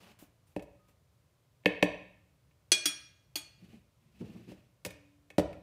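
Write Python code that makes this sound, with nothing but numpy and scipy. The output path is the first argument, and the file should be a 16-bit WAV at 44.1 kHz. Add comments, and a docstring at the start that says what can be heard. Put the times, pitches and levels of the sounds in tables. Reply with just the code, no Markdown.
"""A spoon stirs flour in a plastic bowl on a kitchen worktop and is knocked clean on the rim: friction
makes the rustle, and each impact excites the damped modes of worktop, wall and rim. The spoon is then
laid on a plate, which rings at three touches. Hands slide the bowl in stick-slip jolts, lift it and set
it down. Throughout, a small hard room reverberates after each blow, over a low household rumble."""
import sys
import numpy as np
from scipy import signal
from scipy.fft import rfft, irfft
from scipy.io import wavfile
from scipy.ndimage import uniform_filter1d

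SR = 44100
rng = np.random.default_rng(int(sys.argv[2]) if len(sys.argv) > 2 else 0)


def pcm_store(signal):
    """Save signal as 16-bit PCM."""
    levels = np.round(np.clip(np.atleast_2d(signal), -1, 1) * 32767)
    wavfile.write(sys.argv[1], SR, levels.astype(np.int16).T)


N = 247842


def undb(db):
    """Amplitude ratio of a level in dB."""
    return 10 ** (np.asarray(db) / 20)


def unit(x):
    """Normalisation to rms 1."""
    return x / np.sqrt(np.mean(x ** 2))


def band(x, hz, width):
    """Two-pole resonance with gain 1 at the centre."""
    return signal.lfilter(*signal.iirpeak(hz, hz / width, fs=SR), x)


def walk(rate):
    """Random modulation: a new value every 1 / rate s, joined by ramps; spread near 1."""
    hold = int(SR / rate)
    return uniform_filter1d(np.repeat(rng.standard_normal(N // hold + 1), hold), hold)[:N]


def add(out, start, x):
    """Superposition of a sound from its start in seconds."""
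    i = int(start * SR)
    out[i:i + len(x)] += x[:N - i]


def stroke(start, attack, length, release):
    """Envelope of a movement: it swells, holds until length s, then decays 20 dB per release time."""
    t = np.arange(N) / SR - start
    return np.clip(t / attack, 0, 1) ** 2 * undb(-20 * np.maximum(t - length, 0) / release)


def friction():
    """Friction noise at rms 1: stick-slip shakes worktop and wall; grains rustle, scrape and hiss."""
    # Bands that colour the scrape as heard, strongest near 2.6 kHz.
    # Each row: centre in Hz, width in Hz, relative level in dB.
    scrape_bands = [(1944, 560, -7.5), (2600, 720, 3.5), (3957, 1400, -12.5)]
    jolts = rng.standard_normal(N) * undb(1.5 * walk(35))
    judder = sum(undb(db) * band(band(jolts, hz, 83), hz, 83)
                 for hz, db in ((135, -1), (185, 5.0), (300, -3.5), (450, -29.5)))
    grains = rng.standard_normal((3, N)) * undb(1.5 * rng.exponential(size=(3, N)) + 2.5 * walk(90))
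    rustle = band(band(grains[0], 600, 1100), 600, 1100)
    scrape = sum(undb(db) * band(grains[1], hz, width) for hz, width, db in scrape_bands)
    grit = band(grains[2], 15000, 13000)
    return unit(judder), unit(rustle), unit(scrape), unit(grit)


def stirring(judder, rustle, scrape, grit):
    """Granular friction: the flour sounds with each stroke of the spoon."""
    # Each row: start in seconds, length in seconds, scrape level in dB, grit in dB relative to that.
    strokes = [(0.0, 0.12, -64, -10), (0.186, 0.05, -66.5, 4.5), (0.467, 0.053, -81, 3.5),
               (0.87, .04, -79.5, 2)]
    flour = scrape + undb(-1) * rustle + undb(-2) * judder
    return sum(stroke(start, 0.004, length, release=0.037) * undb(db) * (flour + undb(grit_db) * grit)
               for start, length, db, grit_db in strokes)


def ring(hz, t60, db, rise):
    """Damped modes swell over the contact time, rise s; neighbours start in opposite phase."""
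    t = np.arange(int(1.2 * np.max(t60) * SR)) / SR
    hz, t60, db = (np.reshape(v, (-1, 1)) for v in (hz, t60, db))
    modes = undb(db - 60 * t / t60) * np.sin(2 * np.pi * hz * t)
    return (modes[::2].sum(axis=0) - modes[1::2].sum(axis=0)) * (1 - np.exp(-t / rise))


def crack(db, length, low_hz, top_hz, order):
    """Contact noise of hard surfaces, falling 30 dB in length s; softer contact is duller."""
    t = np.arange(SR // 8) / SR
    hiss = signal.lfilter(*signal.butter(2, low_hz, "high", fs=SR), rng.standard_normal(len(t)))
    return undb(db - 30 * t / length) * signal.lfilter(*signal.butter(order, top_hz, fs=SR), hiss)


def bowl_blows():
    """Modal excitation: the height of a blow divides its force between worktop, wall and rim."""
    # Each row: start in seconds, force in dB, height (0 foot, 1 rim), crack in dB relative to the force,
    # crack cutoff in Hz, share of the rim's free ring time that hand and flour leave.
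    blows = [(0.2231, -45.5, 0.12, -21, 3000, 0.07), (0.5629, -30.5, 0.49, -17, 5860, 0.27),
             (.5945, -54, 0.73, 6, 1500, 0.7), (0.624, -70.5, 1, 16, 8900, 0.23),
             (0.884, -72, 0.29, 5, 9000, 1), (1.6358, -74, 0.97, -6, 3000, 0.4),
             (1.647, -58, 0.5, -11, 3000, 1), (1.6578, -23, 0.91, -7.5, 3900, 0.46),
             (1.826, -20.5, 0.86, -4, 3770, 0.44), (2.51, -84, 1, 8, 4000, 0.85),
             (3.735, -61.5, 0.27, -23, 3000, 0.2), (4.517, -48, 0.31, -5.5, 4000, 0.28),
             (4.8494, -45, 0.88, 13, 9000, 0.63), (4.861, -40.5, 0.18, 4.5, 8700, 0.35),
             (4.906, -58.5, 0.89, 8, 14050, 0.8), (5.3022, -60, 0.96, 14, 2530, 0.68),
             (5.3818, -15.5, 0.47, -3, 1480, 0.18), (5.394, -29, 0.37, 9, 800, 0.46),
             (5.529, -63, 0.93, 7.5, 4100, 0.75)]
    # Modes of the three parts. Each row: frequency in Hz, T60 in seconds, relative level in dB.
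    worktop_modes = [(60.5, 0.32, -5), (98, .15, -1.5), (133, 0.12, 3.5)]
    wall_modes = [(183.4, 0.23, -2.5), (304.7, 0.24, 0), (422, 0.066, 4), (482, 0.076, 5), (528, .07, 7.5),
                  (596.4, 0.061, 6.5), (764, 0.056, -2), (950, 0.035, -2)]
    rim_modes = [(1060, 0.038, -6.5), (1580, 0.018, -15), (1788, 0.049, 2.5), (2150, 0.049, 0),
                 (2258, 0.063, 0), (2507, 0.066, 1.5), (2704, 0.06, -1.5), (3056, 0.038, -3.5),
                 (3358, 0.039, -7), (3800, 0.022, -3), (4502, 0.011, 0), (5340, 0.0061, -11.5),
                 (5800, 0.013, -10)]
    spoon_laid_s = 2.7
    wall_octaves = np.log2(np.array(wall_modes)[:, 0] / 450)
    out = np.zeros(N)
    for start, force_db, height, crack_db, top_hz, free in blows:
        worktop_db, rim_db = 2.5 - 23 * height, -32 + 42 * height
        wall_db = 0.8 * height * wall_octaves  # higher blows are brighter
        wall_free = free ** 0.6  # the wide wall is damped less than the rim
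        for modes, part_db, rise, ring_share in ((worktop_modes, worktop_db, 0.003, wall_free),
                                                 (wall_modes, wall_db, 0.0015, wall_free),
                                                 (rim_modes, rim_db, 0.0009, free)):
            hz, t60, mode_db = np.transpose(modes)
            # No two blows land alike.
            detune, scatter_db = rng.standard_normal((2, len(hz))) * [[0.008], [1.2]]
            db = force_db + part_db + mode_db + scatter_db
            add(out, start, ring(hz * (1 + detune), ring_share * t60, db, rise))
        add(out, start, crack(force_db + crack_db, length=0.026, low_hz=420, top_hz=top_hz, order=1))
        if start < spoon_laid_s:  # the spoon in the hand rings too
            add(out, start, ring(hz=9150, t60=0.1, db=force_db + rim_db - 39, rise=0.0009))
    return out


def faint_rings():
    """Free decay of single modes, heard as faint lone tones."""
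    # Each row: start in seconds, frequency in Hz, T60 in seconds, level in dB.
    lone_modes = [(.466, 9100, 0.11, -66), (.6, 570.8, 0.41, -51.5), (0.789, 1244, 0.5, -69),
                  (4.857, 2458, 0.43, -53.5), (4.929, 289.4, 1.5, -62.5), (2.722, 186.4, 0.13, -43),
                  (2.862, 181.4, 0.11, -41.5)]
    out = np.zeros(N)
    for start, hz, t60, db in lone_modes:
        add(out, start, ring(hz, t60, db, rise=0.013))
    return out


def plate_clinks():
    """The point of impact weights the modes: each touch of the spoon lands elsewhere on the plate."""
    # Frequencies of each clink in Hz: the lowest are worktop and bowl ringing along, the rest the plate.
    mode_hz = [296, 351, 627, 880, 1302, 1641, 2431, 2750, 3338, 4285, 4348, 4428, 4818, 5489, 5613, 5912,
               6451, 6747, 7302, 7670, 8076, 8145, 8520, 9204, 9715, 9925, 10845, 11378, 11975, 12598,
               12765, 13220, 14195, 14600, 15230]
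    # Each row: T60 of that mode in seconds, its level in dB at the first, second and third touch.
    modes = [(0.14, -46.5, -36, -44.5), (0.05, -26.5, -35.5, -42), (0.026, -28.5, -42, -42),
             (.25, -60, -57.5, -52), (0.15, -62.5, -45, -93), (0.48, -46.5, -50, -68),
             (0.28, -25.5, -37, -46.5), (0.017, -26.5, -26.5, -36), (0.13, -20.5, -25, -38.5),
             (0.42, -40, -41.5, -53), (0.062, -16.5, -30.5, -32.5), (0.035, -42, -32, -26),
             (0.1, -24.5, -29.5, -39), (0.28, -35.5, -45, -59), (0.15, -44.5, -26, -58),
             (0.11, -21.5, -40, -44.5), (0.086, -21, -27, -40), (0.22, -41.5, -40, -45.5),
             (0.2, -70.5, -45, -69), (0.2, -53, -63, -75), (0.073, -19, -42, -60),
             (0.15, -30, -34.5, -40.5), (0.14, -59, -60, -54), (0.17, -63, -32, -59),
             (0.12, -46, -69, -39.5), (0.084, -21.5, -41, -65), (0.13, -41, -33, -48),
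             (0.19, -82, -56, -52), (0.091, -36, -35, -38.5), (0.14, -57.5, -44, -57),
             (0.15, -59, -54, -70), (0.1, -50.5, -75, -54), (0.095, -51, -39.5, -43),
             (0.08, -58.5, -56, -64), (0.07, -96, -39, -42)]
    # Each row: start in seconds, crack level in dB, crack length in seconds, crack cutoff in Hz.
    touches = [(2.7181, -17, 0.059, 6080), (2.8564, -22, 0.068, 6030), (3.3563, -31.5, 0.069, 6040)]
    t60, *touch_levels = np.transpose(modes)
    out = np.zeros(N)
    for (start, crack_db, length, top_hz), mode_db in zip(touches, touch_levels):
        add(out, start, ring(mode_hz, t60, mode_db, rise=0.00017))
        add(out, start, crack(crack_db, length, low_hz=1700, top_hz=top_hz, order=2))
    return out


def sliding(judder, rustle, scrape, grit):
    """Stick-slip friction: the bowl drags over the worktop, and its foot catches and lurches."""
    # One list per slide. 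Each row: time in seconds, scrape level in dB.
    slides = [
        [(3.58, -79), (3.65, -70), (3.66, -74.5), (3.698, -71.5), (3.712, -71), (3.732, -70), (3.85, -90)],
        [(3.98, -101), (4.008, -81.5), (4.128, -83), (4.212, -66.5), (4.448, -71.5), (4.514, -64.5),
         (4.68, -88)],
    ]
    # Each row: start in seconds, judder level in dB.
    lurches = [(3.611, -57.5), (3.675, -61), (3.72, -55), (4.197, -39), (4.232, -47.5), (4.281, -47),
               (4.341, -46.5), (4.379, -53.5), (4.462, -45.5), (4.499, -53)]
    t = np.arange(N) / SR
    drag = sum(undb(np.interp(t, times, db, -120, -120)) for times, db in map(np.transpose, slides))
    lurch = sum(undb(db) * stroke(start, attack=0.016, length=0.0235, release=0.043)
                for start, db in lurches)
    shake = undb(7.5) * drag + lurch
    return shake * judder + drag * (scrape + undb(-11.5) * rustle + undb(-13) * grit)


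def room(x):
    """Reverberation: dense echoes build up in a few ms and die soonest in the high treble."""
    # Each row: frequency in Hz, T60 in seconds, relative level in dB.
    decay = [(58, 0.87, 5.5), (202, 0.16, -3), (554.4, 0.42, 5), (2030, 0.66, -1.35), (5000, 0.54, -6),
             (11700, 0.073, 7)]
    hz, *columns = np.transpose(decay)
    t, tail = np.arange(int(0.7 * SR)) / SR, 0
    for centre in 60 * 2 ** np.arange(0, 8.1, 0.5):  # half-octave bands
        t60, db = (np.interp(np.log(centre), np.log(hz), column) for column in columns)
        tail += band(rng.standard_normal(len(t)), centre, centre / 2) * undb(db - 60 * t / t60)
    tail *= 1 - np.exp(-t / 0.0017)
    return signal.fftconvolve(x, tail / np.sqrt(np.sum(tail ** 2)))[:N]


def hush():
    """Noise floor: a low household rumble wavers over the steady hiss of the microphone."""
    # Each row: frequency in Hz, relative spectral density in dB.
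    spectrum = [(15, -79), (25, -36.5), (64, -7), (129, -4.5), (221, -21), (349, -23.5), (509, -24),
                (552, -21.5), (848, -30.5), (997, -27.5), (1900, -35), (2120, -33.5), (15500, -43)]
    hz, db = np.transpose(spectrum)
    bin_hz = np.arange(N // 2 + 1) * SR / N + 1
    gain = undb(np.interp(np.log(bin_hz), np.log(hz), db))
    noise = unit(irfft(rfft(rng.standard_normal(N)) * gain, N))
    rumble = signal.sosfilt(signal.butter(2, 300, fs=SR, output="sos"), noise)
    waver = undb(1.7 * walk(2.4)) - 1
    return undb(-68) * (noise + rumble * waver)


def scene():
    """Superposition of direct sound, reverberation and noise floor."""
    textures = friction()
    direct = stirring(*textures) + bowl_blows() + faint_rings() + plate_clinks() + sliding(*textures)
    return (direct + undb(-11) * room(direct) + hush())[None]


def record(dry):
    """Band limiting: the microphone drops the deepest bass and cuts the top."""
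    low_hz, top_hz = 40, 15450
    thin = signal.lfilter(*signal.butter(1, low_hz, "high", fs=SR), dry)
    return signal.sosfilt(signal.ellip(8, 0.2, 60, top_hz, fs=SR, output="sos"), thin)


dry = scene()
out = record(dry)
pcm_store(out)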